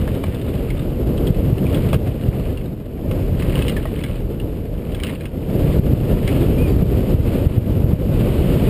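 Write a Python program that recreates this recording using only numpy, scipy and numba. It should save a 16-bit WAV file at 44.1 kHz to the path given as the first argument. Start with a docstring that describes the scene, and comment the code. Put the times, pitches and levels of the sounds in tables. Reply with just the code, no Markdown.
"""Wind rumbles and gravel crunches from the start, with knocks of chain and frame: a mountain bike on a trail.
The point of hearing is a camera on the rider's helmet. Wind and tyres are coloured noise led by one airflow curve.
Gravel is ringing clicks, knocks are contacts that ring the bike, and a brake squeals once as a gliding tone.
The camera's limiter ducks loud peaks; slow, held samples add a gritty treble."""
import sys
import numpy as np
from scipy import signal
from scipy.fft import rfft, irfft, next_fast_len
from scipy.io import wavfile
from scipy.ndimage import uniform_filter1d
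from numba import njit

SR = 44100
rng = np.random.default_rng(int(sys.argv[2]) if len(sys.argv) > 2 else 0)


def inscribe(sig):
    """Save sig as 16-bit PCM at rate SR to the path in sys.argv[1].

    A 1-D sig is mono; a 2-D sig holds one channel per row.
    Samples are clipped to [-1, 1] before scaling.
    """
    pcm = np.round(np.clip(np.atleast_2d(sig).T, -1, 1) * 32767)
    wavfile.write(sys.argv[1], SR, pcm.astype(np.int16))


N = 383229  # length in samples

# Airflow on the helmet, following the speed of the ride: t/s, level/dB
AIRFLOW = [(0.0, -21.5), (0.2, -21), (0.6, -23), (1.5, -18), (1.92, -18.0), (2.12, -23), (2.45, -22.5),
           (2.88, -31), (3.2, -18.5), (3.62, -19.5), (3.85, -23.5), (4.5, -26.0), (5.03, -25.0),
           (5.28, -29), (5.6, -16.5), (6.7, -16), (7.95, -19.5), (8.69, -14)]
# Noise spectrum of the helmet wake's slow flutter: f/Hz, relative level per Hz/dB
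FLUTTER_SPECTRUM = [(10, -15), (22, 3), (37, 17), (48, 14), (62, -25), (110, -44.5)]
# Noise spectrum of big eddies rumbling on the microphone: f/Hz, relative level per Hz/dB
RUMBLE_SPECTRUM = [(36, -22), (58, 1.5), (75, 0.5), (145, -1.84), (200, -6.5), (280, -17.5), (450, -52.5)]
# Noise spectrum of small eddies rushing past: f/Hz, relative level per Hz/dB
RUSH_SPECTRUM = [(110, -55), (180, -7), (250, -0.5), (350, -2.5), (480, -4.5), (600, -10), (760, -20.5),
                 (1000, -28), (1600, -35.5), (3000, -48)]
# Single big eddies slapping the microphone: t/s, level/dB
BUFFETS = [(1.307, -1), (1.531, -2), (1.965, -3), (2.29, 0), (5.797, 2), (5.936, 1), (6.829, -2),
           (7.149, 0), (7.471, 1), (7.583, 1), (7.845, -1), (7.937, -0.5)]
# Brake disc: t/s, f/Hz, level/dB, octave level/dB
BRAKE_SQUEAL = [(6.565, 2340, -60, -80), (6.588, 2420, -40, -70), (6.625, 2510, -37, -66),
                (6.66, 2440, -39, -61), (6.69, 2335, -52, -52), (6.725, 2290, -58, -56),
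                (6.76, 2180, -70, -70)]
# Filter spectrum of the tyres' rolling noise and the gravel: f/Hz, relative level/dB
ROLLING_SPECTRUM = [(400, 9.5), (800, 4), (1250, 3.5), (1600, -1), (2200, 2), (2900, 4.5), (3400, -1.5),
                    (4000, -6), (5000, -10), (5800, -62)]
# Stony ground under the wheels; overlaps add up: start t/s, end t/s, extra crunch level/dB
STONY_GROUND = [(-0.05, 0.85, 7), (1.68, 1.96, 7.5), (2.06, 2.68, 5), (3.38, 4.2, 8.5), (3.53, 3.72, 4),
                (4.85, 5.27, 6.5), (5.03, 5.16, 10)]
# Tyres biting into packed dirt in dips and bends: start t/s, end t/s, extra hiss level/dB
DIRT_BITES = [(5.59, 5.77, 4.5), (6.05, 6.72, 3), (6.25, 6.47, 4.5), (6.9, 7.2, 3), (7.26, 7.56, 6.5),
              (7.6, 7.8, 0.5), (8.13, 8.75, 6.5)]
# Stones and bumps shaking the bike: t/s, level/dB, struck part f/Hz, struck part against whole bike level/dB
KNOCKS = [(0.077, -31.5, 1720, 5), (0.238, -30, 2315, 3), (0.703, -30, 2140, 6), (1.178, -34.5, 3180, 4),
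          (1.27, -30.5, 3210, 8), (1.345, -34.5, 2670, -1), (1.581, -34.5, 2800, 2),
          (1.666, -31.5, 2400, 19), (1.745, -28.5, 3230, -1), (1.772, -33, 1260, 3),
          (1.93, -21.5, 1195, -4), (1.942, -27.5, 1060, -1), (2.573, -35, 2720, 6), (3.112, -30, 1206, -4),
          (3.396, -35, 2430, -3), (3.423, -30.5, 2650, -10), (3.555, -23.5, 2860, -3),
          (3.59, -28, 2670, -2), (3.622, -24.5, 2650, 3), (3.682, -21, 2880, 6), (3.695, -27.5, 3050, -2),
          (3.766, -27, 1744, 8), (3.855, -33.5, 1890, 18), (3.991, -36, 2200, 1), (4.037, -28, 2218, -4),
          (4.399, -33, 2850, 6), (4.947, -30.5, 2980, 2), (5, -33, 2250, 3), (5.035, -22.5, 2860, -1),
          (5.068, -30, 2810, -4), (5.208, -36, 2444, 3), (5.255, -31.5, 2760, -13), (6.277, -25, 2230, 2)]
# Resonances of frame, chain and guard: f/Hz, width/Hz, relative level/dB
BIKE_RESONANCES = [(1260, 130, 5), (1603, 90, 13), (2150, 92, 10), (2530, 106, 13), (2900, 210, 9.5),
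                   (3490, 120, 6), (3300, 99, -15), (4200, 320, 0), (4700, 240, -26)]
# A few blows that ring through the suspension: t/s, level/dB
THUMPS = [(.078, -32), (.239, -28), (1.931, -23), (3.855, -28)]
# Ringing of the fork under those blows: f/Hz, relative level/dB, time to fall 60 dB/s
FORK_MODES = [(640, 8.5, 0.047), (850, 4.5, 0.021), (1076, -4, 0.051), (1230, -13, 0.058)]

CRUISE_DB = -20  # airflow level at which the layer levels below hold
# each layer's level in dB at cruising airflow, and the dB it gains for each dB more
WAKE_DB, WAKE_GROWTH = -26.5, 0.73
RUMBLE_DB, RUMBLE_GROWTH = -19.5, 0.96
RUSH_DB, RUSH_GROWTH = -25, 0.75
HISS_DB, HISS_GROWTH = -45, 0.87
CRUNCH_DB, CRUNCH_GROWTH = -52.5, 0.59
STONY_EDGE_S, BITE_EDGE_S = 0.032, 0.036  # time to run onto and off a stretch
STONY_HISS_SHARE, BITE_ROAR_SHARE = 0.59, 0.21  # stones also raise the hiss; a bite also swells the rush
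CHATTER_S, CHATTER_GROWTH_S_PER_DB, TYPICAL_KNOCK_DB = 0.012, 0.0002, -30  # harder knocks chatter longer
# small rattles of chain and cables; the level is for smooth ground at cruising airflow
LOOSE_PER_S, LOOSE_DB, LOOSE_SPREAD_DB = 14, -45.5, 2
LOOSE_LOW_HZ, LOOSE_HIGH_HZ = 1930, 3710
CAMERA_HZ, TOP_HZ = 12000, 15350  # the camera's sample rate and its final treble cut


def undb(db):
    """Decibels to gain."""
    return 10 ** (np.asarray(db) / 20)


def unit(x):
    """Scale to rms 1."""
    return x / np.sqrt(np.mean(x ** 2) + 1e-18)


def curves(table):
    """The columns of a time table, one value a sample."""
    s, *columns = np.transpose(table)
    t = np.arange(N) / SR
    return [np.interp(t, s, column) for column in columns]


def stretches(table, edge_s):
    """Extra dB while the wheels are on each stretch: ramp on, hold, ramp off."""
    t = np.arange(N) / SR
    total_db = np.zeros(N)
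    for start, end, db in table:
        inside_s = np.minimum(t - start, end - t)
        total_db += db * np.clip(0.5 + inside_s / edge_s, 0, 1)
    return total_db


def colour(x, spectrum):
    """Filter by a (Hz, dB) spectrum; rms 1."""
    size = next_fast_len(len(x))
    hz, db = np.transpose(spectrum)
    f = np.maximum(np.fft.rfftfreq(size, 1 / SR), 1)
    gain = undb(np.interp(np.log(f), np.log(hz), db))
    return unit(irfft(rfft(x, size) * gain, size)[:len(x)])


def noise(spectrum):
    """Coloured noise for the whole ride; rms 1."""
    return colour(rng.standard_normal(N), spectrum)


def resonate(x, hz, width_hz):
    """One resonance, gain 1 at its centre."""
    hz = min(hz, SR / 4)
    b, a = signal.iirpeak(hz, hz / width_hz, fs=SR)
    return signal.lfilter(b, a, x)


def walk(rate):
    """Smooth, bounded random drift of rms 1, with rate new targets a second."""
    targets = np.clip(rng.standard_normal(4096), -2, 2)
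    return unit(np.interp(np.arange(N) / SR * rate, np.arange(len(targets)), targets))


def add(track, s, sound):
    """Mix a sound in at a time."""
    start = max(int(s * SR), 0)
    track[start:start + len(sound)] += sound[:N - start]


def wind(air_db, bite_db, eddies):
    """The helmet's wake flutters, big eddies rumble on the microphone, small ones rush past in quick puffs."""
    flutter_db = WAKE_DB + WAKE_GROWTH * air_db
    rumble_db = RUMBLE_DB + RUMBLE_GROWTH * air_db + 0.99 * eddies
    rush_db = RUSH_DB + RUSH_GROWTH * air_db + BITE_ROAR_SHARE * bite_db + 1.62 * eddies
    flutter = noise(FLUTTER_SPECTRUM) * undb(flutter_db)
    rumble = noise(RUMBLE_SPECTRUM) * undb(rumble_db)
    rush = noise(RUSH_SPECTRUM) * undb(rush_db)
    return flutter + rumble + rush


def buffets(width_s):
    """A passing vortex sucks at the port for a few milliseconds, with a soft push before and after."""
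    out = np.zeros(N)
    t = np.arange(-SR // 40, SR // 40) / SR
    for s, db in BUFFETS:
        u = t / (width_s * np.exp(0.14 * rng.standard_normal()))  # each width varies a little
        add(out, s + t[0], undb(db) * (u ** 2 - 1) * np.exp(-u ** 2 / 2))
    return out


def brake():
    """The disc sings briefly and unsteadily; its octave gains on the fundamental as the pitch sags."""
    hz, db, octave_db = curves(BRAKE_SQUEAL)
    phase = 2 * np.pi * np.cumsum(hz * (1 + 0.007 * walk(350))) / SR
    tone = undb(db) * unit(np.sin(phase)) + undb(octave_db) * unit(np.sin(2 * phase))
    t = np.arange(N) / SR
    sounding = (t > BRAKE_SQUEAL[0][0]) * (t < BRAKE_SQUEAL[-1][0])
    return tone * undb(2 * walk(120)) * sounding


def knock(hz, decay_s, part_db):
    """A first contact and a dying chatter of small ones ring the struck part and the whole bike."""
    t = np.arange(SR // 8) / SR
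    contacts = rng.standard_normal(len(t)) * (rng.random(len(t)) < 2000 / SR)  # about 2000 a second
    contacts *= np.exp(-t / max(decay_s, 1e-3))
    contacts += 0.5 * rng.standard_normal(len(t)) * np.exp(-t / 0.0025)  # first contact
    detune = 1 + 0.011 * rng.standard_normal(len(BIKE_RESONANCES))
    body = np.zeros(len(t))
    for k, (f, width, db) in enumerate(BIKE_RESONANCES):
        body += (-1) ** k * undb(db) * resonate(contacts, f * detune[k], width)  # alternating polarity
    struck_part = resonate(contacts, hz, width_hz=160)
    crack = resonate(contacts, 2900, width_hz=3900)
    sound = unit(body) + undb(part_db) * unit(struck_part) + undb(-4.0) * unit(crack)
    return sound / np.sqrt(uniform_filter1d(sound ** 2, size=176).max())  # loudest 4 ms at rms 1


def loose_parts(air_db):
    """Chain and cables tick at random, harder with speed and on stony ground."""
    out = np.zeros(N)
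    shake_db = LOOSE_DB + CRUNCH_GROWTH * air_db + stretches(STONY_GROUND, STONY_EDGE_S)
    draws = rng.random((int(LOOSE_PER_S * N / SR), 3))
    for k, (when, size, pitch) in enumerate(draws):
        s = (k + when) / LOOSE_PER_S
        hz = LOOSE_LOW_HZ * (LOOSE_HIGH_HZ / LOOSE_LOW_HZ) ** pitch
        tick = knock(hz, decay_s=0.0082, part_db=0)
        add(out, s, undb(LOOSE_SPREAD_DB * (2 * size - 1)) * tick)
    return out * undb(shake_db)


def rattles():
    """Stones and bumps knock the bike; a few blows also ring the fork as decaying sines."""
    out = np.zeros(N)
    for s, db, hz, part_db in KNOCKS:
        decay_s = CHATTER_S + CHATTER_GROWTH_S_PER_DB * (db - TYPICAL_KNOCK_DB)
        add(out, s, undb(db) * knock(hz, decay_s, part_db))
    t = np.arange(SR // 6) / SR
    thump = np.zeros(len(t))
    for hz, db, t60 in FORK_MODES:
        thump += undb(db) * np.sin(2 * np.pi * hz * t) * np.exp(-np.log(1000) * t / t60)
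    for s, db in THUMPS:
        add(out, s, undb(db) * thump)
    return out


def crunch(per_s, spread_db, width_hz):
    """Pebbles snap under the tread: clicks of very unequal size, ringing in nine pitch bands."""
    out = np.zeros(N)
    pitches = np.geomspace(1100, 4400, 9)
    for hz in pitches:
        gap, size, side = rng.exponential(size=(3000, 3)).T
        at = (np.cumsum(gap) * len(pitches) / per_s * SR).astype(int)
        polarity = np.sign(side - np.log(2))  # up or down with equal chance
        height = undb(spread_db * np.minimum(size, 3.5)) * polarity
        inside = at < N
        clicks = np.zeros(N)
        clicks[at[inside]] = height[inside]
        out += resonate(clicks, hz, width_hz)
    return out


def tyres(air_db, bite_db, eddies):
    """Dirt hisses under the tyres, louder with speed and grip; gravel crunches in clumps, most on stony ground."""
    stony_db = stretches(STONY_GROUND, STONY_EDGE_S)
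    hiss = noise(ROLLING_SPECTRUM) * undb(0.9 * eddies + 0.9 * walk(90))
    clumps = undb(2.6 * walk(60))
    stones = colour(crunch(per_s=700, spread_db=4.0, width_hz=530) * clumps, ROLLING_SPECTRUM)
    hiss_db = HISS_DB + HISS_GROWTH * air_db + bite_db + STONY_HISS_SHARE * stony_db
    crunch_db = CRUNCH_DB + CRUNCH_GROWTH * air_db + stony_db
    return hiss * undb(hiss_db) + stones * undb(crunch_db)


def scene():
    """Wind, brake, rattles and tyres at the helmet; one airflow drives wind, tyres and loose parts."""
    air_db = curves(AIRFLOW)[0] - CRUISE_DB
    bite_db = stretches(DIRT_BITES, BITE_EDGE_S)
    eddies = walk(38)  # quick puffs of the airflow, shared by wind and hiss
    air = wind(air_db, bite_db, eddies) + buffets(width_s=0.0021)
    bike = brake() + loose_parts(air_db) + rattles() + tyres(air_db, bite_db, eddies)
    return (air + bike)[None]


@njit
def follow(x, attack, release):
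    """Envelope that rises quickly and falls slowly."""
    out, e = np.empty(len(x)), 0.
    for i in range(len(x)):
        e += (abs(x[i]) - e) * (attack if abs(x[i]) > e else release)
        out[i] = e
    return out


def limit(x, top_db, attack_s, release_s):
    """Turn the gain down while the envelope is above the top; quick first swings can slip through."""
    envelope = follow(x, 1 / (attack_s * SR), 1 / (release_s * SR))
    return x / np.maximum(envelope / undb(top_db), 1)


def record(dry):
    """The camera limits, then holds each slow sample, so images mirror about its rate; the top is cut."""
    limited = limit(dry[0], top_db=-9, attack_s=0.0032, release_s=0.1)
    smooth = signal.fftconvolve(limited, signal.firwin(91, 5650, fs=SR), "same")  # low-pass, cutoff in Hz
    slow = signal.resample_poly(smooth, CAMERA_HZ, SR)
    held = signal.resample_poly(np.repeat(slow, 8), SR, 8 * CAMERA_HZ)[:N]  # 8 equal steps hold a sample
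    top_cut = signal.ellip(10, 0.2, 80, TOP_HZ, fs=SR, output="sos")
    return signal.sosfilt(top_cut, held)[None]


dry = scene()
out = record(dry)
inscribe(out)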